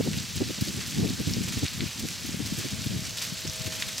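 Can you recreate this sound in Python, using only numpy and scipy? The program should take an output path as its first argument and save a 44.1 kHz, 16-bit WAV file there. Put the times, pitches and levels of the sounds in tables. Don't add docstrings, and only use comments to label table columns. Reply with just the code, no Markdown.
import sys
import numpy as np
from scipy import signal
from scipy.fft import rfft, irfft
from scipy.io import wavfile

SR = 44100
rng = np.random.default_rng(int(sys.argv[2]) if len(sys.argv) > 2 else 0)


def generate_wav(signal):
    frames = np.transpose(np.atleast_2d(signal))
    scaled = np.clip(frames, -1, 1) * 32767
    pcm = np.round(scaled).astype(np.int16)
    wavfile.write(sys.argv[1], SR, pcm)


N = 176400
T, HZ = np.arange(N) / SR, np.fft.rfftfreq(N, 1 / SR)

# (frequency [Hz], relative density [dB])
LEAF_SPECTRUM = [(500, -8.5), (800, -10.5), (1160, -9), (1800, -5), (2600, -2.5), (4800, -0.5), (6300, -3),
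                 (7800, -5.5), (9500, -13), (12000, -14), (13200, -17), (15800, -20)]
# (time [s], relative level [dB])
RUSTLE_ENVELOPE = [(0.0, -40), (0.01, -38), (1.64, -37), (1.65, -39), (1.73, -37.5), (2.51, -38),
                   (2.6, -37), (3.03, -38.5), (3.06, -35), (3.12, -39.5), (3.23, -34), (3.29, -38),
                   (3.78, -36.5), (3.79, -36.5), (3.82, -36), (3.84, -36.5), (3.95, -37.5), (4.0, -37.5)]


def amp(db):
    return 10 ** (np.asarray(db) / 20)


def unit(x):
    return x / np.sqrt(np.mean(x ** 2) + 1e-20)


def at_hz(points, hz=HZ):
    f, value = np.transpose(points)
    return np.interp(np.log(hz + 1), np.log(f), value)


def at_time(points):
    return np.interp(T, *np.transpose(points))


def add(mix, start_s, sound):
    start = round(start_s * SR)
    part = mix[:, max(start, 0):max(start + sound.shape[-1], 0)]
    part += sound[:, max(-start, 0):][:, :part.shape[1]]


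def shaped(x, gain):
    size = x.shape[-1]
    return irfft(rfft(x) * gain(np.fft.rfftfreq(size, 1 / SR)), size)


def drift(rate_hz, size=N):
    return unit(shaped(rng.standard_normal(size), lambda f: 1 / (1 + (f / rate_hz) ** 2)))


def resonance(x, hz, width_oct):
    return shaped(x, lambda f: np.exp(-0.5 * (np.log2((f + 1) / hz) / width_oct) ** 2))


def crown_hiss(shimmer_db=0.98, gain_db=-1):
    centres_hz = np.geomspace(1000, 16000, 7)
    hiss = 0
    for weights in np.eye(len(centres_hz)):
        band = shaped(rng.standard_normal((2, N)), lambda f: np.sqrt(np.interp(f, centres_hz, weights)))
        hiss = hiss + band * amp(shimmer_db * drift(rate_hz=18))
    hiss = unit(shaped(hiss, lambda f: amp(at_hz(LEAF_SPECTRUM, f))))
    return hiss * amp(at_time(RUSTLE_ENVELOPE) + gain_db + 0.1 * drift(rate_hz=16))


def leaf_patter(leaves=36, taps_per_s=1100, ring_s=0.00057, rattle_s=0.0074, gain_db=-5.5):
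    t = np.arange(1024) / SR
    decay = np.exp(-t / ring_s) + amp(-15) * np.exp(-t / rattle_s)
    patter = 0
    for hz in np.geomspace(1500, 15000, leaves):
        leaf = resonance(rng.standard_normal((2, len(t))), hz, width_oct=0.5)
        response = unit(leaf * decay) * np.sqrt(hz)
        struck = rng.random(N) < taps_per_s / leaves / SR
        taps = struck * amp(3 * np.minimum(rng.exponential(1, N), 4.2))
        patter = patter + signal.oaconvolve(taps[None], response, axes=1)[:, :N]
    patter = shaped(patter, lambda f: amp(at_hz(LEAF_SPECTRUM, f) + 4 * np.log2(1 + f / 7400)))
    clumps_db = 2.6 * drift(rate_hz=20)
    return unit(patter) * amp(at_time(RUSTLE_ENVELOPE) + gain_db + clumps_db)


def far_murmur(level_db=-47):
    # (frequency [Hz], relative density [dB])
    spectrum = [(20, -38), (50, -2), (110, 10), (210, -13), (330, -19), (600, -17.5), (1000, -19),
                (2000, -25)]
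    return amp(level_db) * unit(shaped(rng.standard_normal((2, N)), lambda f: amp(at_hz(spectrum, f))))


def turbulence(envelope, edge_hz, balance_db, low_cut_hz=93.3, correlation=0.43):
    def band(f):
        return 1 / np.sqrt((1 + (low_cut_hz / (f + 1)) ** 6) * (1 + (f / edge_hz) ** 7.1))

    mid, side = (unit(shaped(x * envelope, band)) for x in rng.standard_normal((2, len(envelope))))
    side = unit(side - mid * np.mean(mid * side))
    mid, side = mid * np.sqrt(1 + correlation), side * np.sqrt(1 - correlation)
    return unit(np.array([(mid + side) * amp(balance_db), mid - side]))


def wind_on_microphone(lumps_db=4, flutter_db=3.5):
    # (time [s], relative level [dB])
    breeze_envelope = [(0, -31.5), (.17, -27), (.27, -46), (.36, -37.5), (.48, -33.5), (.55, -46),
                       (.7, -32), (.88, -38.5), (1.03, -27), (1.15, -36.5), (1.45, -29.5), (1.72, -43),
                       (1.83, -27.5), (1.92, -55), (2.0, -33), (2.17, -41), (2.4, -35), (2.78, -39),
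                       (2.97, -31), (3.17, -48.5), (3.3, -41), (3.54, -50.5), (3.68, -44), (4, -46)]
    # (peak time [s], half-power length [s], level [dB], upper edge [Hz],
    # left minus right [dB])
    eddies = [(.007, 0.0054, -17.5, 310, 1), (0.071, 0.013, -28, 400, 2), (.125, 0.018, -35, 220, 5),
              (.180, 0.014, -30.5, 210, 5), (0.366, 0.028, -30.5, 190, 3), (0.41, 0.0068, -24, 348, 3),
              (0.422, .009, -21.5, 406, -2), (0.505, 0.0091, -29, 374, 0), (0.586, 0.0062, -32, 300, -1),
              (0.621, 0.011, -21, 240, 0), (0.677, 0.0056, -29, 310, -3), (0.782, 0.017, -33.5, 297, -1),
              (1.001, 0.039, -24, 263, 0), (1.05, 0.038, -27.5, 380, 4), (1.106, 0.0075, -24.5, 210, 2),
              (1.207, 0.017, -26.5, 295, -1), (1.287, 0.024, -24.5, 260, -3.5), (1.372, 0.014, -27, 293, 1),
              (1.412, 0.0086, -23, 209, 6), (1.576, 0.0072, -24, 202, -3), (1.638, 0.015, -21.5, 261, -1),
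              (1.827, .023, -33, 300, 3), (1.866, 0.01, -30, 199, 11), (2.043, 0.016, -27.5, 230, 2),
              (2.253, 0.012, -35, 240, 8), (2.294, 0.015, -32.5, 227, 2), (2.346, 0.0071, -25, 300, 5),
              (2.403, .014, -29, 280, 14), (2.526, 0.0072, -25, 221, 4), (2.596, 0.022, -32.5, 290, -3),
              (2.651, .016, -30.5, 330, -2), (2.733, 0.024, -32, 190, 6), (2.868, 0.0084, -23, 190, 3),
              (2.923, 0.013, -34, 290, 10), (2.955, 0.021, -32, 200, 1), (3.326, 0.01, -34, 235, 8),
              (3.456, 0.009, -33, 300, 3), (3.484, .022, -32, 158, 4), (3.612, 0.017, -34.5, 176, 16),
              (3.671, 0.015, -31, 253, 14)]
    breeze = amp(at_time(breeze_envelope) - 2)
    lumps = amp(lumps_db * np.clip(drift(rate_hz=50), -2, 1.5))
    wind = turbulence(breeze * lumps, edge_hz=222, balance_db=2) * np.sqrt(np.mean(breeze ** 2))
    t = (np.arange(8192) - 4096) / SR
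    for peak_s, length_s, level_db, edge_hz, balance_db in eddies:
        bump = amp(level_db) * np.exp(-(t / length_s) ** 2 * 2 * np.log(2))
        flutter = amp(flutter_db * drift(rate_hz=107, size=len(t)))
        eddy = turbulence(bump * flutter, edge_hz, balance_db) * np.sqrt(np.mean(bump ** 2))
        add(wind, peak_s + t[0], eddy)
    return wind


def leaf_scrapes(grains_per_s=7000, noise_floor=0.43, rise_s=0.0034):
    # (time [s], decay time [s], level [dB], treble tilt [dB/octave])
    slides = [(0.129, .02, -40, -10), (0.354, 0.009, -35.5, 4), (.607, 0.013, -32.5, 1.5),
              (0.635, .03, -38.5, -2), (.680, 0.022, -37, -1), (0.802, 0.026, -34, -6),
              (0.87, 0.028, -36.5, 1), (1.305, .019, -38, 10), (1.480, .016, -32.5, -3),
              (1.52, 0.038, -32, -3.5), (1.572, .02, -37.5, -7), (1.646, 0.053, -36, -7),
              (1.731, 0.0093, -35, -3), (1.993, .011, -34, 1), (2.084, .009, -43, -2),
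              (2.101, 0.0083, -44, -3), (2.259, .013, -38, 3), (2.458, 0.024, -35, -3),
              (2.584, 0.0092, -31, 0.5), (2.60, 0.088, -36, -4.5), (2.702, .01, -35, -2.5),
              (3.044, 0.014, -47, -1), (3.169, 0.02, -32.5, -3.5), (3.215, .018, -30, -3.5),
              (3.233, 0.016, -34, 1), (3.556, .010, -35, -2), (3.664, .010, -32.5, -2.5),
              (3.72, 0.015, -32, -4.5), (3.797, 0.025, -36, -2.5), (3.881, 0.0076, -32.5, -3),
              (3.979, .025, -34, -2)]
    # (frequency [Hz], relative density [dB])
    spectrum = [(400, -36), (1200, -9.5), (2200, -4), (4500, 1.5), (7500, 0.5), (10000, -4.5), (15500, -8)]
    t = np.arange(8192) / SR
    scrapes = np.zeros((2, N))
    for start_s, decay_s, level_db, tilt in slides:
        def colour(f):
            return amp(at_hz(spectrum, f) + tilt * np.log2(np.maximum(f, 2200) / 7400))

        noise = rng.standard_normal((2, len(t)))
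        grains = noise * (noise_floor + (rng.random(len(t)) < grains_per_s / SR))
        attack = np.minimum(t / rise_s, 1)
        decay = np.exp(-(np.maximum(t - rise_s, 0) / decay_s) ** 1.1)
        add(scrapes, start_s, unit(shaped(grains, colour)) * attack * decay * amp(level_db))
    return scrapes


def leaf_ticks(ring_s=0.00059, scatter_s=0.015, scatter_db=-22):
    # (time [s], level [dB], centre frequency [Hz], width [octaves])
    snaps = [(.1325, -24, 2700, 0.8), (.6110, -24, 3940, .8), (0.685, -23.5, 3700, .5),
             (1.3360, -18.5, 5060, .3), (1.6440, -25, 4100, 0.63), (1.664, -20, 3340, 0.78),
             (1.6826, -21, 4870, 0.23), (1.807, -18, 2700, .55), (2.087, -21.5, 3900, 1.0),
             (3.1848, -22.5, 3580, .4), (3.2243, -21.5, 5200, 0.86), (3.2514, -23.5, 5000, .6),
             (3.4762, -21, 6000, 0.21), (3.4980, -22, 5100, .4), (3.8236, -15, 2750, 0.86),
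             (3.8275, -21, 2380, 0.99), (3.9812, -19.5, 6240, 0.43)]
    t = (np.arange(2048) - 128) / SR
    decay = (t >= 0) * (np.exp(-abs(t) / ring_s) + amp(scatter_db) * np.exp(-abs(t) / scatter_s))
    ticks = np.zeros((2, N))
    for start_s, level_db, hz, width_oct in snaps:
        snap = resonance(decay * rng.standard_normal((2, len(t))), hz, width_oct)
        snap *= np.linalg.norm(decay) / np.linalg.norm(snap, axis=1, keepdims=True)
        add(ticks, start_s + t[0], amp(level_db) * snap)
    return ticks


def far_horn(waver_db=0.6, waver_hz=1.7):
    # (frequency [Hz], relative level [dB])
    tones = [(436, -12), (507, -6), (637, -1), (868, -20), (1017, -21)]
    # (time [s], gain [dB])
    swell = [(2.2, -75), (2.75, -59.5), (3.0, -55), (3.35, -60), (3.52, -51.5), (3.68, -47), (3.83, -55),
             (4, -56.5)]
    chord = 0
    for hz, level_db in tones:
        amplitude = amp(level_db + waver_db * drift(rate_hz=6))
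        phase = 2 * np.pi * np.cumsum(hz + waver_hz * drift(rate_hz=11.6)) / SR
        chord = chord + amplitude * np.sin(phase)
    return np.sqrt(2) * chord * amp(at_time(swell))


def microphone_ports(pair):
    # (frequency [Hz], coherence [0-1])
    likeness = [(60, 0.16), (300, 0.4), (740, 0.84), (1200, 0.88), (2000, .98), (3300, .98), (5500, 0.95),
                (9000, 0.65), (15000, .76)]
    # (frequency [Hz], left minus right [dB])
    balance = [(500, -0.5), (1200, -0.7), (2700, 0), (4500, 0.1), (6400, 0), (9000, -3), (12000, -.8),
               (15000, -.3)]
    # (frequency [Hz], lead of the left port [rad])
    lead = [(800, -0.034), (5300, 0.079), (8500, -0.3), (10800, 0.063), (15900, .1)]
    mid, side = rfft(pair)
    coherence = at_hz(likeness)
    mid, side = mid * np.sqrt((1 + coherence) / 2), side * np.sqrt((1 - coherence) / 2)
    lean = amp(at_hz(balance) / 2) * np.exp(0.5j * at_hz(lead))
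    return irfft(np.array([(mid + side) * lean, (mid - side) / lean]), N)


def scene():
    wood = crown_hiss() + leaf_patter() + far_murmur() + leaf_scrapes() + leaf_ticks()
    horn = far_horn()
    return microphone_ports(wood) + wind_on_microphone() + horn


def record(dry, low_cut_hz=38, high_cut_hz=15850):
    high_pass = signal.butter(2, low_cut_hz, btype="high", fs=SR, output="sos")
    low_pass = signal.firwin(701, high_cut_hz, window=("kaiser", 9), fs=SR)
    return signal.oaconvolve(signal.sosfilt(high_pass, dry), low_pass[None], "same")


dry = scene()
out = record(dry)
generate_wav(out)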